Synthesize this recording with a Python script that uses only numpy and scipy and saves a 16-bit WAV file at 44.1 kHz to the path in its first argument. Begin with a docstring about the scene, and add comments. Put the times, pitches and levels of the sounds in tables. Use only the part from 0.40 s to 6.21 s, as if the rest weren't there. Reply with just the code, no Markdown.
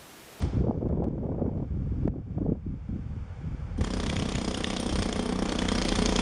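"""At a chimney top, a pneumatic jackhammer worked from a boom lift is breaking brick.
One burst ends, wind buffets the microphone through the pause, then a long burst of about 30 blows
a second follows. Each blow is a thump, a ring of the steel and a spit of exhaust air and grit,
stronger as the worker bears down; now and then a piece of brick gives way with a sharp crack.
An engine drones below, and the rest of the site hisses in the distance."""
import sys
import numpy as np
from scipy import signal
from scipy.fft import rfft, irfft
from scipy.io import wavfile
from scipy.ndimage import uniform_filter1d

SR = 44100
rng = np.random.default_rng(int(sys.argv[2]) if len(sys.argv) > 2 else 0)


def transcribe(signal):
    """Save signal, clipped to [-1, 1], as a 16-bit WAV file at the path in sys.argv[1]."""
    frames = np.atleast_2d(signal).T
    limited = np.clip(frames, -1, 1)
    pcm = np.round(limited * 32767).astype(np.int16)
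    wavfile.write(sys.argv[1], SR, pcm)


N = 256220
ONSET_MS = 2  # thump, spit and crack are computed from this long before the strike


def amp(db):
    """Decibels to gain."""
    return 10 ** (np.asarray(db) / 20)


def unit(x):
    """Scales to rms 1."""
    return x / np.sqrt(np.mean(x ** 2) + 1e-20)


def read(points, hz):
    """Looks up a table on a log-frequency axis."""
    f, value = np.transpose(points)
    return np.interp(np.log(hz + 1), np.log(f + 1), value)


def level(curve):
    """Rows of (time_s, level_db) as a gain for every sample."""
    return amp(np.interp(np.arange(N) / SR, *np.transpose(curve)))


def add(mix, s, sound):
    """Mixes a sound in at time s."""
    part = mix[max(round(s * SR), 0):][:len(sound)]
    part += sound[:len(part)]


def colour(x, points, size=4096):
    """Causal filter with the given spectrum."""
    log_gain = np.log(amp(read(points, abs(np.fft.fftfreq(size, 1 / SR)))))
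    taps = np.fft.ifft(np.exp(np.conj(signal.hilbert(log_gain)))).real
    return signal.oaconvolve(x, taps[:size // 2])[:len(x)]


def noise(points):
    """Steady noise of rms 1 with the given spectrum."""
    gain = amp(read(points, np.fft.rfftfreq(N, 1 / SR)))
    return unit(irfft(rfft(rng.standard_normal(N)) * gain, N))


def wander(rate_hz):
    """Slow random drift of rms 1."""
    gain = np.exp(-(np.fft.rfftfreq(N, 1 / SR) / rate_hz) ** 2)
    return unit(irfft(rfft(rng.standard_normal(N)) * gain, N))


# up on the lift, the trigger is held: start_s, release_s
BURSTS = [(-0.138, 0.04), (3.3767, 5.81)]
# the pace changes as the worker leans on the tool: start_s, rate_hz
PACE = [(-0.2, 31.34), (4.575, 29.38), (4.78, 30.51), (5.37, 29.42)]
def strikes():
    """The piston strikes while the trigger is held; the first burst is under way at time zero."""
    times = []
    for s, release in BURSTS:
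        while s < release:
            times.append(s)
            s += 1 / [rate for since, rate in PACE if since <= s][-1]
    return np.array(times)


# how hard the chisel bears on the chimney: time_s, thump_db, grit_db, ring_db
BEARING = [(-0.14, -28, -31, -43), (0.02, -30.5, -43, -45.5), (3.38, -45, -50, -44),
           (3.409, -31, -40.5, -40), (3.65, -29.5, -36.5, -35.5), (4.2, -30, -36.5, -32),
           (4.6, -27, -36, -28), (4.9, -28.5, -39, -35.5), (5.12, -27.5, -34, -35.5),
           (5.33, -25.5, -31.5, -28), (5.8, -23.5, -29, -27.5)]
# blows landing squarely on sound masonry: time_s, thump_change_db
SOLID_HITS = [(3.729, 1.5), (4.079, 3), (4.302, -0.5), (4.59, -0.5), (4.793, 2.5), (4.89, 3.5),
              (4.924, 2.5), (5.023, 3), (5.383, -0.5)]
# pieces of brick give way, big ones with a lower crack: time_s, grit_db, pitch_hz
BREAKS = [(0.023, -39, 1200), (3.446, -30.5, 2100), (3.6377, -33, 1600), (3.6993, -27.5, 1940),
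          (3.7658, -26, 1870), (3.7985, -28.5, 2170), (3.8901, -28, 2300), (3.9544, -24, 2200),
          (4.1462, -27, 2160), (4.2432, -25.5, 2580), (4.3685, -26.5, 4300), (4.3982, -35, 2800),
          (4.6283, -27.5, 5750), (4.7279, -28, 6100), (5.0934, -28.5, 4040), (5.1896, -23, 3020),
          (5.288, -24, 3000), (5.4219, -24, 4700), (5.4897, -21, 4930), (5.557, -25, 5000),
          (5.589, -26.5, 3000), (5.6595, -21.5, 5700), (5.7617, -21, 4400)]
def blows():
    """The force of each blow follows the bearing; one that breaks brick cracks more and thumps less."""
    s = strikes()
    at, thumps, grits, rings = np.transpose(BEARING)
    scatter = rng.standard_normal((len(s), 6)).T
    s = s + 0.0007 * scatter[5]  # the tool bounces, landing early or late
    thump_db = np.interp(s, at, thumps) + 1.0 * scatter[0]
    grit_db = np.interp(s, at, grits) + 1.7 * scatter[1]
    ring_db = np.interp(s, at, rings) + 1.6 * scatter[2]
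    crack_ms = abs(2.6 + 1.1 * scatter[3])  # the brick chips just after the strike
    crack_hz = 3660 * 2 ** (0.82 * scatter[4])
    for when, db in SOLID_HITS:
        thump_db[np.argmin(abs(s - when))] += db
    spit_db = grit_db + 0.44 * (thump_db - grit_db)
    for when, db, hz in BREAKS:
        k = np.argmin(abs(s - when))
        extra_db = db - grit_db[k]
        thump_db[k] -= 0.35 * extra_db  # yielding brick cushions the blow
        thump_db[k + 1:k + 2] += 1.1  # the next lands on fresh, solid brick
        spit_db[k] += 0.24 * extra_db  # a break lets out more air and dust
        grit_db[k], crack_hz[k] = db, hz
        crack_ms[k] = (when - s[k]) * 1000
    return zip(s, thump_db, spit_db, grit_db, ring_db, crack_ms, crack_hz)


# piston strike, exhaust and rebound at the tool: delay_ms, width_ms, level_db
PUSHES = [(0, 0.29, 0), (4.1, 0.31, -0.5), (9.2, 0.6, -6)]
def thump(slip_ms):
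    """Three quick pushes of air; the later ones come a little early or late."""
    ms = np.arange(SR // 50) / SR * 1000 - ONSET_MS
    slips = slip_ms * rng.standard_normal(len(PUSHES))
    slips[0] = 0
    return -sum(amp(db) * np.exp(-.5 * ((ms - at - slip) / width) ** 2)
                for (at, width, db), slip in zip(PUSHES, slips))


# resonances of chimney and platform: pitch_hz, level_db, t60_s
HOLLOW_MODES = [(193.4, -11.5, 0.26), (237, 6.5, 0.3), (286, -11, 0.082), (417.8, 0, 0.3),
                (483.6, -0.5, 0.087), (666, -11, 0.17), (761, -10, 0.35), (1152, 2, 0.047)]
def hollow():
    """Each thump sets the masonry and the platform ringing."""
    t = np.arange(SR // 4) / SR
    return sum(amp(db - 60 * t / t60) * np.sin(2 * np.pi * hz * t) for hz, db, t60 in HOLLOW_MODES)


def crumble(envelope, grain_db, chip_db):
    """A grainy burst of noise; each chip of brick favours its own pitches."""
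    grains = unit(uniform_filter1d(rng.standard_normal(len(envelope)), size=20))
    spectrum = rfft(envelope * amp(grain_db * grains) * rng.standard_normal(len(envelope)))
    chips = unit(uniform_filter1d(rng.standard_normal(len(spectrum)), size=24))
    return irfft(spectrum * unit(amp(chip_db * chips)), len(envelope))


def spit(exhaust_ms=9.6, exhaust_db=-5.5):
    """Exhaust air and grit: a spike at the strike, a plateau while the port is open, then a trickle."""
    ms = np.arange(SR // 25) / SR * 1000 - ONSET_MS
    spike_db = -3.5 * abs(ms)
    trickle_db = -11.5 - 0.04 * ms
    port_open = np.clip(exhaust_ms - ms, 0, 1)
    flow_db = port_open * exhaust_db + (1 - port_open) * trickle_db
    return crumble(amp(np.maximum(spike_db, flow_db)), grain_db=4.5, chip_db=1.5)


# modes of the chisel: pitch_hz, level_db, t60_s
STEEL_MODES = [(3195, -4.5, 0.2), (3420, -2.5, 0.093), (4000, -7.5, 0.12), (5043, 0, 0.067),
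               (5560, -2.5, 0.066), (5980, -11.5, 0.1), (6480, -9, 0.046), (8630, -5, 0.084),
               (9580, -7.5, 0.08)]
def steel(vary_db, detune, rattle, rise_s):
    """The chisel rattles in its seat, so it rings roughly and differently at each blow."""
    t, out = np.arange(SR // 8) / SR, 0
    for hz, db, t60 in STEEL_MODES:
        jolts = rng.standard_normal(len(t)) + 1j * rng.standard_normal(len(t))
        roughness = 1 - rattle + rattle * unit(uniform_filter1d(jolts, size=260))
        tone = np.exp(2j * np.pi * (hz * (1 + detune * rng.standard_normal()) * t + rng.random()))
        decay = amp(db + vary_db * rng.standard_normal() - 60 * t / t60)
        out = out + decay * (roughness * tone).real
    return out * (1 - np.exp(-t / rise_s))


def crack(delay_ms, piece_hz, fade_ms, peak_db=8, width_octaves=0.78):
    """The brick snaps just after the strike, strongest around the pitch of the piece."""
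    ms = np.arange(SR // 25) / SR * 1000 - ONSET_MS - delay_ms
    snap = crumble((ms > 0) * np.exp(-abs(ms) / fade_ms), grain_db=-2.5, chip_db=3.5)
    octaves = np.log2((np.fft.rfftfreq(len(ms), 1 / SR) + 1) / piece_hz)
    peak = np.exp(-(octaves / width_octaves) ** 2)
    return irfft(rfft(snap) * amp(peak_db * (peak - .5)), len(ms))


def clinks(t60_s, spread_db, count=3, low_hz=2160, high_hz=7170):
    """A few loose chips knock against brick and steel between blows."""
    t, out = np.arange(SR // 16) / SR, np.zeros(SR // 10)
    attack = 1 - np.exp(-t / 0.00063)
    for when, pitch, softness in rng.random((count, 3)):
        hz = low_hz * (high_hz / low_hz) ** pitch
        decay = amp(-spread_db * softness - 60 * t / t60_s)
        add(out, .004 + .028 * when, attack * decay * np.sin(2 * np.pi * hz * t))
    return out


# echo from around the site: band_hz, t60_s
SITE_DECAY = [(100, 0.042), (500, 0.98), (2000, 0.67), (6000, 0.84), (11000, 0.29)]
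def echo(x, first_s, size=256, tails=3):
    """Walls and ground scatter the sound back, each band dying at its own speed."""
    out, t = 0, np.arange(SR) / SR
    for k in range(tails):
        reflections = rng.standard_normal(SR) * (rng.random(SR) < .06) * np.clip(t / first_s - 1, 0, 1)
        hz, age, bands = signal.stft(reflections, SR, nperseg=size)
        decay = amp(-60 * age / read(SITE_DECAY, hz)[:, None])
        tail = signal.istft(bands * decay, SR, nperseg=size)[1]
        # crossfade between the tails so the echo stays diffuse, without steady tones
        share = np.cos(np.pi * (7 * np.arange(len(x)) / SR + k / tails)) * np.sqrt(2 / tails)
        out = out + signal.fftconvolve(x * share, tail / np.linalg.norm(tail))[:len(x)]
    return out


# thump, spit and crack as they reach the microphone: band_hz, gain_db
THUMP_COLOUR = [(40, -5.5), (90, -31.5), (130, -18), (180, 2.5), (240, -2.5), (330, 0), (450, -6),
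                (750, -6), (1150, 2), (2500, -6.5)]
SPIT_COLOUR = [(120, -17), (250, 6), (500, 7.5), (700, 8), (830, -4), (950, 6.5), (1200, 2), (1500, 0),
               (2100, 2.5), (2600, -1), (3400, -0.5), (4500, -2.5), (5300, -2), (7000, -7.5), (9000, -9.5),
               (10500, -15.5), (12000, -45.5)]
CRACK_COLOUR = [(250, -10.5), (600, -6.5), (1200, 5.5), (2000, 5.5), (2600, 1.5), (3400, 7), (4500, 2),
                (5400, -3.5), (7000, 2.5), (9000, -32), (12000, -61)]
def jackhammer(lead_s=0.5):
    """The piston drives the chisel into the chimney, blow after blow, and the site echoes."""
    lead = round(lead_s * SR)  # room for the blows before time zero
    thumps, body, air, snaps, ring, chips = np.zeros((6, N + lead))
    resonance = hollow()
    for s, thump_db, spit_db, grit_db, ring_db, crack_ms, crack_hz in blows():
        s += lead_s
        start = s - ONSET_MS / 1000
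        add(thumps, start, amp(thump_db) * thump(slip_ms=0.22))
        add(body, s, amp(thump_db) * resonance)
        add(air, start, amp(spit_db) * spit())
        add(snaps, start, amp(grit_db) * crack(crack_ms, crack_hz, fade_ms=1.98))
        add(ring, s, amp(ring_db) * steel(vary_db=2.0, detune=.0015, rattle=0.78, rise_s=0.00091))
        add(chips, s, amp(grit_db) * clinks(t60_s=0.019, spread_db=7.5))
    low = amp(11.5) * colour(thumps, THUMP_COLOUR) + amp(-16) * body
    bright = amp(-0.5) * colour(air, SPIT_COLOUR) + amp(4) * colour(snaps, CRACK_COLOUR)
    bright += amp(-15.5) * ring + amp(-7.5) * chips
    echoes = amp(-10) * echo(low, first_s=0.018) + amp(-12) * echo(bright, first_s=0.015)
    return (low + bright + echoes)[lead:]


# gusts right on the microphone: start_s, length_s, rumble_db, eddies_db, flutter_db
GUSTS = [(0.0, 0.067, -27, -31.5, -62), (0.147, 0.074, -26, -29.5, -44), (0.237, 0.063, -32, -27.5, -33.5),
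         (0.332, 0.046, -34.5, -33.5, -39.5), (0.424, 0.25, -30.5, -31, -35.5),
         (0.71, 0.12, -40, -34, -43.5), (0.832, 0.12, -39, -32, -37.5), (0.983, 0.1, -33, -30.5, -36),
         (1.114, 0.12, -33.5, -33.5, -43), (1.306, 0.3, -30.5, -35.5, -58), (1.636, 0.05, -27, -28, -45),
         (1.736, 0.052, -43, -37, -48), (1.878, 0.069, -37, -38, -54.5), (1.972, 0.11, -32, -31, -42),
         (2.073, 0.054, -30.5, -28, -39.5), (2.256, 0.086, -34, -37, -64), (2.492, 0.094, -34, -34.5, -61),
         (2.622, 0.22, -34.5, -47.5, -74), (3.015, 0.13, -34, -43.5, -68), (3.198, 0.17, -35, -52, -62),
         (3.396, 0.028, -26.5, -30, -45), (3.651, 0.21, -31, -38.5, -69), (3.947, 0.037, -30.5, -39, -64),
         (4.521, 0.1, -30, -40, -70)]
def gusts(rise_s=0.022, fall_s=0.023):
    """Each gust builds up to its start, holds and dies away; the strongest of the moment prevails."""
    t, out = np.arange(N) / SR, np.zeros((3, N))
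    for start, length, *dbs in GUSTS:
        rise = np.clip(1 + (t - start) / rise_s, 0, 1)
        fall = np.exp(-np.clip(t - start - length, 0, 1) / fall_s)
        out = np.maximum(out, amp(dbs)[:, None] * rise * fall)
    return out


def turbulence(points, lump_db, lump_hz, span_samples):
    """Lumpy pressure noise whose strength stays even over longer spans."""
    lumpy = noise(points) * amp(lump_db * wander(lump_hz))
    return lumpy / np.sqrt(uniform_filter1d(lumpy ** 2, size=span_samples) + 1e-9)


# breeze on the microphone between gusts: time_s, level_db
BREEZE = [(0, -35.5), (3.0, -40.5), (4.1, -38), (4.9, -43.5), (5.35, -41), (5.6, -35), (5.8, -39.5)]
# three colours of wind on the microphone: band_hz, level_db
RUMBLE = [(12, -6.5), (25, -14.5), (40, -6.5), (70, 1), (115, -3), (150, -5), (220, -18.5), (400, -50),
          (900, -94.5)]
EDDIES = [(70, -22.5), (130, 2.5), (180, 0), (260, -1), (380, -14.5), (520, -24), (900, -61.5), (2000, -94)]
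FLUTTER = [(200, -23), (350, 0.5), (460, -1), (650, -8.5), (900, -18), (1300, -31.5), (2200, -49),
           (5000, -73)]
def wind():
    """Wind rumbles all along; gusts shed eddies at the microphone and flutter across it."""
    rumble, eddies, flutter = gusts()
    rumble = np.maximum(rumble, level(BREEZE))
    return (rumble * turbulence(RUMBLE, lump_db=1.5, lump_hz=19, span_samples=4000)
            + eddies * turbulence(EDDIES, lump_db=7.5, lump_hz=41, span_samples=2000)
            + flutter * turbulence(FLUTTER, lump_db=5.0, lump_hz=69.4, span_samples=2000))


# orders of the engine down below: pitch_hz, level_db
ENGINE_ORDERS = [(44.2, 3.5), (83, -2.5)]
# the drone's level: time_s, gain_db
ENGINE_LEVEL = [(0, -48), (2.8, -50), (3.6, -40), (4.2, -44.5), (5, -38), (5.8, -36)]
def engine():
    """An engine drones; its orders waver together in pitch and separately in level."""
    running_s = np.cumsum(1 + 0.0449 * wander(7.05)) / SR
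    drone = sum(amp(db + 2.9 * wander(2.1)) * np.sin(2 * np.pi * hz * running_s)
                for hz, db in ENGINE_ORDERS)
    return amp(2) * level(ENGINE_LEVEL) * unit(drone)


# hiss and machinery far across the site: band_hz, level_db
HISS = [(410, -35), (700, -4), (798, 0), (1040, -5.5), (1130, -3), (1530, -5.5), (1950, -12), (2330, -8),
        (2470, -13.5), (3440, -17.5), (3970, -22), (4860, -21.5), (7460, -27), (9460, -34.5), (12000, -57),
        (15600, -86), (22000, -120)]
MACHINERY = [(100, -14.5), (250, -5.5), (380, -6), (490, 2.5), (600, -3.5), (750, -9), (1000, -26.5),
             (2000, -73.5)]
# the recorder's automatic gain on this background, as a set curve: time_s, gain_db
RECORDER_GAIN = [(0, -63.5), (.16, -64), (.28, -74.5), (.65, -77.5), (1.1, -76.5), (1.3, -74),
                 (1.66, -70.5), (1.7, -81), (1.95, -75), (2.17, -78), (2.52, -71.5), (2.93, -67.5),
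                 (3.35, -65.5), (5.8, -55.5)]
def distant_site():
    """Background hiss and machinery, ducked by the recorder's gain after gusts, then recovering."""
    return level(RECORDER_GAIN) * (amp(10.5) * noise(HISS) + amp(10) * noise(MACHINERY))


# hard slaps of wind on the microphone: time_s, peak_db, width_ms
SLAPS = [(0.222, -27, 0.74), (.284, -23, 0.42), (.311, -18, 0.41), (0.429, -18, 0.74), (0.455, -20, 0.74),
         (0.623, -19.5, 0.47), (0.684, -16, 0.82), (1.024, -15.5, 0.63), (1.678, -17.5, 0.52),
         (1.68, -33, 0.17), (2.065, -22, 0.51), (2.121, -14.5, 0.8)]
def wind_slaps():
    """Each slap is a brief suction between two pushes."""
    t, out = np.arange(-SR // 200, SR // 200) / SR, np.zeros(N)
    for s, db, width_ms in SLAPS:
        u = t * 1000 / width_ms
        add(out, s + t[0], amp(db) * (u ** 2 - 1) * np.exp(-u ** 2 / 2))
    return out


# ticks heard in the pause: start_s, level_db
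TICKS = [(0.489, -34.5), (0.643, -26.5), (0.6857, -36.5), (1.1766, -38), (1.6774, -28.5)]
# their colour at the microphone: band_hz, gain_db
TICK_COLOUR = [(200, 6), (1000, 9.5), (2500, 1.5), (5000, -4.5), (9000, -12.5), (12000, -31)]
def ticks():
    """Faint dry ticks among the gusts, each a single filtered impulse."""
    out = np.zeros(N)
    for s, db in TICKS:
        add(out, s, amp([db]))
    return colour(out, TICK_COLOUR)


def scene():
    """The whole site at one microphone, with a soft start."""
    mix = jackhammer() + wind() + engine() + distant_site() + wind_slaps() + ticks()
    fade_in = np.clip(np.arange(N) / 150, 0, 1)
    return (mix * fade_in)[None]


# narrow dips in the sound: centre_hz, q
NOTCHES = [(3950, 20), (7890, 46)]
def record(dry):
    """The microphone sheds the deepest bass; two narrow dips run through the sound; the top treble is cut off."""
    dry = signal.lfilter(*signal.butter(2, 17, "highpass", fs=SR), dry)
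    for hz, q in NOTCHES:
        dry = signal.lfilter(*signal.iirnotch(hz, q, fs=SR), dry)
    lowpass = signal.firwin(255, 12200, window=("kaiser", 9), fs=SR)
    return signal.oaconvolve(dry, lowpass[None], "same")


dry = scene()
out = record(dry)
transcribe(out)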